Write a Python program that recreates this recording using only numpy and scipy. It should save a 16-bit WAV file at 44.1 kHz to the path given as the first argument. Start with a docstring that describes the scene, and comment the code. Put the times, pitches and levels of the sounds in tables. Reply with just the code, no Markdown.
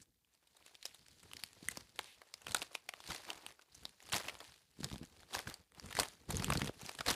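"""Snack bags out of a cardboard case

A hand digs plastic snack bags out of a case and lays them on a table, close to a mono microphone.
Stiff film buckles in sharp ringing noise bursts over a dense crinkle of gated noise; bags and case thud
as damped sines. A small room answers the snaps and thuds, over a noise floor and a faint tick
60 times a second."""
import sys
import numpy as np
from scipy import signal
from scipy.fft import rfft, irfft, next_fast_len
from scipy.io import wavfile
from scipy.ndimage import uniform_filter1d, map_coordinates

SR = 44100
rng = np.random.default_rng(int(sys.argv[2]) if len(sys.argv) > 2 else 0)


def to_wav(s):
    """Save 16-bit WAV."""
    ch = np.atleast_2d(s).T  # columns
    pcm = np.round(np.clip(ch, -1, 1) * 32767)  # PCM
    wavfile.write(sys.argv[1], SR, pcm.astype(np.int16))


N = 315315


def amp(db):
    """dB to gain."""
    return 10 ** (np.asarray(db) / 20)


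def unit(x):
    """Each row brought to rms 1."""
    return x / np.sqrt(np.mean(x ** 2, axis=-1, keepdims=True) + 1e-20)


def along(points, hz):
    """Values read between (Hz, value) points on a log frequency axis."""
    f, v = np.transpose(points)
    return np.interp(np.log(hz + 1), np.log(f + 1), v)


def filtered(x, response):
    """x shaped by a response given as a function of frequency."""
    m = next_fast_len(N + 8192)
    hz = np.fft.rfftfreq(m, 1 / SR)
    return irfft(rfft(x, m) * response(hz), m)[..., :N]


def coloured(x, spectrum):
    """x equalised by (Hz, dB) points, at rms 1."""
    return unit(filtered(x, lambda hz: amp(along(spectrum, hz))))


def wobble(rate):
    """A smooth random curve with rate knots a second."""
    knots = rng.standard_normal(int(N * rate / SR) + 4)
    return map_coordinates(knots, [np.arange(N) * rate / SR])


def place(times, rows):
    """Short sounds, one per row, summed at their start times in seconds."""
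    starts = np.round(np.asarray(times) * SR).astype(int)
    index = starts[:, None] + np.arange(rows.shape[1])
    return np.bincount(index.ravel(), rows.ravel(), minlength=N + SR)[:N]


def bursts(t60, attack):
    """Envelopes of small bursts: a fast rise, then an exponential decay."""
    t = np.arange(1024) / SR
    decay = amp(-60 * t / np.clip(t60, .002, .1)[:, None])
    return (1 - np.exp(-t / attack)) * decay


def resonance(hz, centre_hz, width):
    """A causal resonance of peak gain 1; width is a share of the centre."""
    damp = 1j * hz * centre_hz * width
    return damp / (centre_hz ** 2 - hz ** 2 + damp)


# Room and sensor noise. Each row: frequency in Hz, relative density in dB per Hz.
HUSH_COLOUR = [(25, -40), (60, 6.5), (90, -13), (130, -11.5), (350, -17), (1500, -32), (15000, -16.5)]


def hush():
    """Steady noise floor of room and sensor, heaviest in the bass."""
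    return amp(-82.5) * coloured(rng.standard_normal(N), HUSH_COLOUR)


def crackle(count, spread_db, t60):
    """Noise gated by many small buckles of very unequal size, at random times."""
    when, luck, length = rng.random((count, 3)).T
    size = amp(-spread_db * np.log(luck + 0.0081))
    envelopes = bursts(t60 * (.5 + length), attack=0.00022)[:, :512]
    gate = place(when * N / SR, size[:, None] * envelopes)
    return unit(gate * rng.standard_normal(N))


def patchy(x, depth_db):
    """Each crease has its own colour: random gain in small patches of time and pitch."""
    z = signal.stft(x, nperseg=256)[2]
    across_pitch = uniform_filter1d(rng.standard_normal(z.shape), size=9, axis=0)
    field = uniform_filter1d(across_pitch, size=3, axis=1)
    return signal.istft(z * amp(depth_db * field / field.std()), nperseg=256)[1][:N]


# Grabs, squeezes and drops of a bag, each swelling to a peak and dying away.
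# Each row: peak time in seconds, crinkle, sliding and rumble peaks in dB, seconds to swell 20 dB,
# seconds to die 20 dB. effort() holds both durations between 0.01 and 2 s.
GRABS = [(0.019, -66, -89, -66.5, 0.2, .03), (.05, -91, -95, -72.5, 0.5, 0.2),
         (.345, -73, -78, -91, 0.04, -0.05), (.581, -73, -76, -90, 0.35, 0.7),
         (.668, -67.5, -76, -77, 0.08, .26), (.868, -61, -70.5, -74, 0.1, 0.23),
         (1.15, -71.5, -88, -68, 0.4, 1), (1.3, -70.5, -73.5, -73, 0.54, 1.3),
         (1.448, -62, -72, -72, 0.46, 0.14), (1.699, -57, -66.5, -60, 0.22, 0.21),
         (1.775, -61.5, -67, -62, 0.18, 0.16), (1.96, -62.5, -76, -70, -0.1, 0.14),
         (1.996, -59.5, -64, -73, 0.02, 0.25), (2.44, -69.5, -71.5, -75.5, 0.8, 0.2),
         (2.5, -51.5, -56, -55.5, 0.06, 0.12), (2.561, -48, -54, -55, 0, .11),
         (2.628, -46, -49, -54, 0, -0.01), (2.67, -60.5, -67, -79, 0.08, 0),
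         (2.758, -57.5, -59.5, -75, 0.08, 0.04), (3.03, -64.5, -69.5, -70, 0.4, 0.2),
         (3.115, -47, -49.5, -56, .09, 0.16), (3.284, -56.5, -54.5, -66, 0.09, 0.29),
         (3.47, -60, -62.5, -65, 0.08, .1), (3.621, -63.5, -63, -77, -0.44, 0.02),
         (3.752, -65.5, -74.5, -70.5, 0.08, 0.3), (3.858, -65.5, -76, -69, 0.17, .2),
         (4.085, -61.5, -71, -70, 0.14, 0.68), (4.149, -35, -37.5, -51.5, 0.0024, 0.0646),
         (4.27, -57, -53.5, -61, 0.24, 0.17), (4.406, -60, -58, -65, 0, 0.11),
         (4.467, -61, -66.5, -71, 0.2, 0.21), (4.6, -68.5, -86, -84, -3.5, -0.17),
         (4.837, -58, -66, -56.5, 0.11, 0.31), (4.933, -62, -67, -44.5, -0.08, .06),
         (5.028, -65, -58.5, -74, -0.02, 0.02), (5.214, -69, -71, -68, .5, 0.2),
         (5.356, -44.5, -44, -53.5, 0.056, .1), (5.486, -52.5, -53.5, -53, 0.0442, 0.11),
         (5.787, -63.5, -59, -79, 0.04, -0.17), (5.863, -60.5, -64, -57, 0.13, 0.45),
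         (5.993, -37, -38.5, -48.5, 0.0467, .07), (6.06, -57, -62.5, -71, -0.02, 0.17),
         (6.291, -50, -53, -44.5, -0.0348, 0.28), (6.41, -51.5, -57, -46.5, 0.14, 0.2),
         (6.52, -50.5, -51, -42.5, .12, 0.15), (6.6, -51.5, -52.5, -46, .1, 0.12),
         (6.675, -50, -51, -41.5, 0.1343, 0.04), (6.815, -67, -60, -72.5, -0.2, -1.5),
         (6.879, -52, -56.5, -58.5, 0.18, 0.17), (7.009, -49.5, -57.5, -50, 0.03, -0.8),
         (7.065, -42, -40.5, -50, -0.01, 0.18), (7.102, -38, -44.5, -44, 0.0555, 0.06)]
# Bags left alone: crinkle, sliding and rumble levels in dB.
RESTING_DB = [-88, -99, -88.5]


def effort():
    """Levels in dB of crinkle, sliding and rumble: the power of all grabs over the resting bags."""
    peak_s, *peaks_db, swell_s, die_s = np.transpose(GRABS)[:, :, None]
    grid_s = np.arange(0, N, 32) / SR
    late = grid_s - peak_s
    dying = late / np.clip(die_s, .01, 2)
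    swelling = -late / np.clip(swell_s, .01, 2)
    drop_db = 20 * np.maximum(dying, swelling)
    levels = []
    for peak_db, rest_db in zip(peaks_db, RESTING_DB):
        power = np.sum(amp(peak_db - drop_db) ** 2, axis=0) + amp(rest_db) ** 2
        levels.append(np.interp(np.arange(N) / SR, grid_s, 10 * np.log10(power)))
    return levels


# Crinkle colour. Each row: frequency in Hz, relative density in dB per Hz.
FILM_COLOUR = [(900, -13.5), (1600, 2.5), (2500, 2), (4600, 5.5), (5500, 1.5), (11000, -3.5),
               (13000, -11.5), (15500, -20.5)]


def crinkle(grains, level_db):
    """Film creasing: a light touch is smooth noise, a firm grip brings out the crackling grains."""
    grit = np.interp(level_db, [-68, -48], [.5, .66])
    mix = unit(grit * grains + (1 - grit) * rng.standard_normal(N))
    return amp(level_db) * coloured(patchy(mix, depth_db=2.2), FILM_COLOUR)


# Film sliding on film. 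Each row: frequency in Hz, relative density in dB per Hz.
SLIDE_COLOUR = [(150, -25), (300, -6), (900, -4), (1500, -10.5), (2500, -13), (5000, -30)]


def sliding(grains, level_db):
    """Film rubbing on film: some of the crinkle's grains, longer sparse crackle and smooth noise."""
    rub = crackle(count=900, spread_db=3, t60=0.049)
    mix = 0.4 * grains + rub + 0.5 * rng.standard_normal(N)
    return amp(level_db) * coloured(mix, SLIDE_COLOUR)


# Case and table flexing. Each row: frequency in Hz, relative density in dB per Hz.
RUMBLE_COLOUR = [(15, -41), (25, -1), (59, 1), (139, -2.5), (264, -8), (375, -12.5), (500, -11),
                 (650, -47.5), (1100, -120)]


def rumble(level_db):
    """Case and table flexing: low noise whose level wobbles at random."""
    noise = coloured(rng.standard_normal(N), RUMBLE_COLOUR)
    return amp(level_db) * unit(amp(5.2 * wobble(40)) * noise)


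def handling():
    """Crinkle, sliding and rumble follow the hand; the first two share grains."""
    crinkle_db, slide_db, rumble_db = effort()
    grains = crackle(count=2200, spread_db=3.6, t60=.005)
    return crinkle(grains, crinkle_db) + sliding(grains, slide_db) + rumble(rumble_db)


TICK_HZ = 60


def tick():
    """A faint treble tick of decaying noise 60 times a second, perhaps a camera's focus motor."""
    s = np.arange(.0055, N / SR - .05, 1 / TICK_HZ)
    envelopes = bursts(np.full(len(s), .006), attack=0.0002)
    clicks = place(s, envelopes * rng.standard_normal((len(s), 1024)))
    return amp(-93) * coloured(clicks, [(1000, -30), (3500, 0), (9000, -1), (13000, -20)])


# Loud buckles of the film. Each row: start in seconds, level in dB, low body in dB and high fizz in dB
# (both relative to the level), panel ring in Hz, length in ms.
SNAPS = [(0.013, -71, -3, 8, 6250, 13.7), (0.247, -70.5, -10, -20, 2500, 2.2),
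         (0.35, -67, -15, -8, 4540, 2.2), (0.471, -66.0, -14, -7, 3630, 5.5),
         (0.5653, -62, -4, -1.5, 3700, 6.2), (0.6628, -53.5, -7, -1, 2530, 2.7),
         (0.752, -50.5, -13.5, -29, 3400, 2.6), (0.8269, -50, -32, -21, 4040, 5.8),
         (0.8533, -37, -12, -23, 5260, 3.8), (0.861, -46.5, -11, -3, 3800.0, 4.3),
         (0.944, -55.5, -7, -4, 3670, 5.7), (1.083, -57.5, -5, -5.5, 5460, 2.8),
         (1.113, -64, -21.5, -5, 4030, 4), (1.2294, -63, 0.5, 2.5, 2380, 6.5),
         (1.3136, -54, -2, -27, 2760, 4.4), (1.334, -42, -12, -6.5, 2380, 2.1),
         (1.367, -45, -39, -40, 4300, 3.2), (1.4367, -34, -11, -10.5, 4440, 2.15),
         (1.5315, -52.5, -23, -1, 4520, 0.7), (1.6856, -29, -31, -2, 2030, 1.64),
         (1.7098, -50.5, -8, 2.5, 4100, 6.8), (1.7714, -40.5, -3.5, -39, 4770, 3.3),
         (1.808, -53.5, -27, -29.5, 4450, 2.7), (1.9902, -36.5, 1.5, -11, 1570, 3.24),
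         (2.2161, -60, 6.5, -9, 1630, 4.9), (2.3392, -41, -12, -40, 4560, 3.3),
         (2.4173, -58.5, -2, 1, 2750, 3.8), (2.4676, -42.5, 2, -16.5, 2480, 3.1),
         (2.481, -55, 7.5, -6, 1310, 4.4), (2.519, -42, -11.0, -5, 4100.0, 2.9),
         (2.5459, -26.5, -8, 1, 4200, 1.4), (2.5461, -32, -2, -15, 1440, 5.1),
         (2.56, -44, -2, -5, 3660, 5.8), (2.5835, -44, -5.5, -18, 6300.0, 0.9),
         (2.617, -39, -5, -24, 2470, 4.6), (2.6243, -39.5, -4.5, -6.5, 3070, 2.4),
         (2.7512, -33, -6.5, -16, 2450, 2.4), (2.889, -38, -5, -15, 2300, 4.6),
         (2.9369, -56.5, 13.5, -22, 1220, 3.1), (3.0032, -50.5, 0, -24, 3570, 2.8),
         (3.075, -47, -15, -22, 4300.0, 4.2), (3.1006, -43.5, -9, -65, 1250, 8.2),
         (3.1182, -42, -9, -24, 2120, 4.6), (3.146, -50.5, -13, -18, 2100.0, 3.4),
         (3.1617, -45, -25, -33, 4220, 3.4), (3.2761, -58.5, -1, -31, 1250, 11.3),
         (3.3025, -34.5, -8.5, -27, 3020, 3.1), (3.464, -40.5, -4, -5.5, 2600.0, 2.1),
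         (3.505, -62, 2, -15.5, 1280, 4.9), (3.5929, -58.5, -5.5, -21, 1490, 4),
         (3.746, -58.5, -11, -1, 6000.0, 7.2), (3.8535, -36.5, -11.5, -23, 3700, 2.5),
         (4.003, -56.5, -10, -14, 2020, 3), (4.026, -61, -10, 4, 3000, 3.2),
         (4.0627, -60, -1, 6, 3660, 0.79), (4.089, -52.5, 1, -6, 3700, 3),
         (4.0974, -51, -7, -2, 3000.0, 2.6), (4.1192, -40.5, -12, -15, 1940, 7.1),
         (4.1267, -35.5, -5, -6, 5860, 3.2), (4.1323, -35, 0.5, -21, 2780, 6.1),
         (4.1426, -27.5, -4, -6, 2100.0, 0.84), (4.165, -37.5, -16, -19, 4530, 3.7),
         (4.197, -49.5, 3.5, -34, 3850, 5.1), (4.2135, -50, -4, -21, 4800, 3.4),
         (4.2515, -49.5, 1, -17, 2400.0, 2.4), (4.2824, -38.5, -5.5, -32, 2030, 5.2),
         (4.294, -44.5, -1, -25, 2210, 5.6), (4.3517, -60.5, 8.5, -13, 2070, 4),
         (4.3892, -58.5, -14, -11, 6360, 3), (4.4037, -49.5, 0, -20, 3140, 3.4),
         (4.83, -50.5, 2.5, -22, 3880, 7.2), (4.843, -34, -7, -28, 3940, 2.9),
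         (4.9135, -55, 6.5, -14, 3480, 4.3), (4.9276, -46, -13, -32, 3400, 2.3),
         (4.9412, -52, 6.5, -21, 3340, 1.1), (4.9583, -50.5, 2.5, -28, 3200, 2.6),
         (4.9812, -48.5, -19, -8, 4570, 1.3), (5.0507, -60, -15, 2, 6400, 1.8),
         (5.2023, -60, 0, -8, 2280, 2.6), (5.231, -64, 6.5, -32, 3280, 4.1),
         (5.336, -43.5, -7, -19, 3170, 4.1), (5.3434, -41.5, 0, -16, 3900, 4.5),
         (5.3494, -42, 2, -16, 1560, 3.9), (5.3848, -40, -8, -18.5, 2300.0, 1.8),
         (5.4015, -49, -12, -9, 3800.0, 1.4), (5.471, -57.5, 14.5, -24, 1290, 6.7),
         (5.5405, -45.0, -53, -8.5, 4700, 3.9), (5.72, -65, 1.5, 0, 1890, 2.4),
         (5.748, -59.5, -12, -11, 2970, 3), (5.7973, -45, -5, -32.5, 4640, 2.8),
         (5.8596, -64, 4, 11.5, 6500.0, 2.6), (5.9074, -52.5, 0.5, -2, 1250, 7),
         (5.9264, -43.5, -2, -13, 1760, 2.5), (5.9518, -38.5, -10, -7, 1960, 2.2),
         (5.968, -35, -13.5, -11, 2040, 3.6), (5.9889, -33.5, 4.5, -9, 4340, 3.6),
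         (5.9962, -28, -3.5, -7, 4150, 6), (6.0024, -50, 4, 11, 3300.0, 5.1),
         (6.032, -39, -0.5, -1.5, 1800.0, 3.4), (6.3036, -41, 1.5, 1.5, 3500.0, 5.3),
         (6.369, -37.5, -9.0, 2, 6900, 1.36), (6.4214, -44, 4, -19, 4460, 4.6),
         (6.4442, -31, -5.5, 1, 2600, 1.44), (6.4813, -55, 12, -27, 1690, 3.8),
         (6.5013, -35, 4.5, -3, 1210, 3.3), (6.5201, -45, 11.5, -23, 1270, 6.2),
         (6.5352, -32.5, -18, -15, 5200, 1.06), (6.5527, -46.5, 9, -13, 1300.0, 3.7),
         (6.5723, -35.5, -24, -9, 4300, 4.3), (6.6171, -39.5, 5, -21, 1460, 3.8),
         (6.6736, -45.5, -4, -21, 2740, 7.6), (6.6914, -58, 10, -26, 1300, 3.9),
         (6.813, -56, -3, -2.5, 6500.0, 4.9), (6.8927, -40.5, 2.5, -30.5, 4000, 2.44),
         (6.9508, -47, -6, -4, 2980, 2.3), (6.988, -42.5, -8, -17, 1770, 4.5),
         (7.0065, -42.5, 5, -35, 1300.0, 4.9), (7.0758, -35, -13, -27, 3770, 15.6),
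         (7.086, -38, -14, -8, 4000, 2.9), (7.1036, -41.5, 4.5, -17, 4770, 10.6),
         (7.1133, -31.5, -22, -10, 4830, 1.2), (7.1408, -37, -20, -13, 2800.0, 1.1)]
BODY_HZ, FIZZ_HZ = 977, 7370  # centres of the low and high bands of a snap


def snaps():
    """Each buckle rattles briefly and dies fast; the freed panel rings at its own pitch."""
    s, level_db, body_db, fizz_db, ring_hz, length_ms = np.transpose(SNAPS)[:, :, None]
    t, hz = np.arange(1024) / SR, np.fft.rfftfreq(2048, 1 / SR)
    u = t / (length_ms / 1000)  # time in lengths of the buckle
    rise = 0.031 * length_ms  # short buckles start at once, long crumples swell
    shape = (1 - np.exp(-u / rise)) ** 2 * np.exp(-(u / 0.4) ** 0.85)
    # the crease gives way in jerks, a new random gain every 32 samples
    jerks = np.repeat(rng.standard_normal((len(s), 32)), 32, axis=1)
    noise = rng.standard_normal((len(s), 1024))
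    rattle = rfft(shape * amp(3.5 * jerks) * noise, 2048)

    body = resonance(hz, BODY_HZ, 1.97) ** 2
    ring = resonance(hz, ring_hz, 0.15) + 0.38 * resonance(hz, 2800, 1.22) ** 2
    fizz = resonance(hz, FIZZ_HZ, .9) ** 2 / (1 + 1j * (hz / 11500) ** 4)
    bands = [(level_db + body_db, body), (level_db, ring), (level_db + fizz_db, fizz)]
    energy = np.sqrt(length_ms / 1000 * SR / 2048)  # makes each level an rms over the buckle's length
    rows = sum(amp(db) * energy * unit(irfft(rattle * colour, 2048)) for db, colour in bands)
    return place(s[:, 0], rows)


# Decay of the small room. Each row: frequency in Hz, time to die 60 dB in seconds.
ROOM_DECAY = [(200, .15), (1500, 0.24), (5000, 0.15), (14000, 0.13)]


def room(x):
    """Each frequency dies at its own speed; the tail is a fresh random draw every quarter second."""
    wet, step = np.zeros(N + SR), SR // 4
    for start in range(0, N, step):
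        hz, t, z = signal.stft(rng.standard_normal(SR // 4), SR, nperseg=256)
        decay = amp(-60 * t / along(ROOM_DECAY, hz)[:, None])
        tail = signal.istft(z * decay, SR, nperseg=256)[1]
        part = signal.fftconvolve(x[start:start + step], tail / np.linalg.norm(tail))
        wet[start + 150:][:len(part)] += part  # the tail starts 150 samples late
    return wet[:N]


# Soft pushes of bags and case.
# Each row: time in seconds (0.6 of a cycle after the onset), level in dB, pitch in Hz.
THUDS = [(.58, -68, 500), (1.232, -65, 650), (1.44, -51, 165), (1.63, -42, 237), (1.692, -50, 188),
         (1.778, -42.5, 252), (2.507, -44.5, 89), (2.549, -44, 225), (2.625, -53, 270), (3.122, -50, 99),
         (3.28, -53, 239), (3.856, -51, 195), (4.139, -36.5, 124), (5.371, -51, 96), (5.476, -39, 92),
         (5.786, -51, 139), (5.859, -51, 143), (5.955, -44, 101), (5.987, -36, 273), (6.009, -37, 373),
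         (6.697, -29, 440), (6.834, -42.5, 167), (6.857, -45, 184), (6.953, -51, 289), (7.002, -45, 170),
         (7.074, -37, 369), (7.109, -32, 283)]


def thuds():
    """A squeezed bag pushes air for about two heavily damped cycles; runs of judders join in."""
    s, level_db, pitch_hz = np.transpose(THUDS + judders())[:, :, None]
    turn = np.arange(2048) / SR * pitch_hz  # time in cycles
    envelope = (1 - np.exp(-turn / 0.064)) * np.exp(-(turn / 0.9) ** 2)
    push = np.sin(2 * np.pi * turn) * envelope
    return place((s - .6 / pitch_hz)[:, 0], amp(level_db) * push)


SWISH_S, SWISH_DB, SWISH_LENGTH_S = 2.09, -62.5, 0.23  # middle, peak level, length


def swish():
    """A bag face slides smoothly over another: friction noise centred in the low treble."""
    u = (np.arange(N) / SR - SWISH_S) / SWISH_LENGTH_S
    stroke = np.cos(np.pi * np.clip(u, -.5, .5)) ** 2
    colour = [(1200, -22.5), (2200, -1), (3800, -1.0), (5500, -16), (11000, -13), (14000, -27)]
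    return amp(SWISH_DB) * stroke * coloured(rng.standard_normal(N), colour)


# A bag dragged along cardboard sticks and slips in quick runs of pushes.
# Each row: time of the first push in seconds (placed as in the thuds), its level in dB,
# dB change per push, centre pitch in Hz, gap in ms, number of pushes.
JUDDERS = [(4.792, -44.5, 9, 248, 15.3, 2), (4.835, -39.5, -0.5, 176, 14.2, 2),
           (4.918, -38, -0.5, 190, 15.1, 4), (5.016, -37, -3.5, 207, 12.3, 3),
           (6.298, -34, -3.5, 141, 19, 4), (6.385, -36, 7, 128, 18, 2), (6.488, -29.5, -0.1, 151, 14, 4),
           (6.561, -28, -1.5, 157, 11.6, 3), (6.619, -29, -2.5, 170, 14.5, 4)]
JUDDER_SCATTER = 0.073  # typical share by which the pitch strays from push to push


def judders():
    """Each stick-slip run written out as single pushes for the thuds."""
    pushes = []
    for s, db, step_db, hz, gap_ms, count in JUDDERS:
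        for k in range(round(count)):
            pitch_hz = hz * (1 + JUDDER_SCATTER * rng.standard_normal())
            pushes.append((s + k * gap_ms / 1000, db + k * step_db, pitch_hz))
    return pushes


def scene():
    """Bags close to the microphone, the room's answer to snaps and thuds, and the floor noise."""
    hits = snaps() + thuds()
    mix = hits + amp(-20) * room(hits) + handling() + swish() + tick() + hush()
    return mix[None]


LOW_CUT_HZ = 50.6
TOP_HZ, EDGE_HZ = 15300, 16700  # start of the treble fade, end of the band


def record(dry):
    """The microphone cuts deep bass; the treble falls 24 dB past the top and stops at the edge."""
    low_cut = signal.butter(3, LOW_CUT_HZ, "high", fs=SR, output="sos")
    lean = signal.sosfilt(low_cut, dry)

    def fade(hz):
        """Gain falling over 500 Hz, held, then zero from the edge."""
        return amp(-24 * np.clip((hz - TOP_HZ) / 500, 0, 1)) * (hz < EDGE_HZ)

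    return filtered(lean, fade)


dry = scene()
out = record(dry)
to_wav(out)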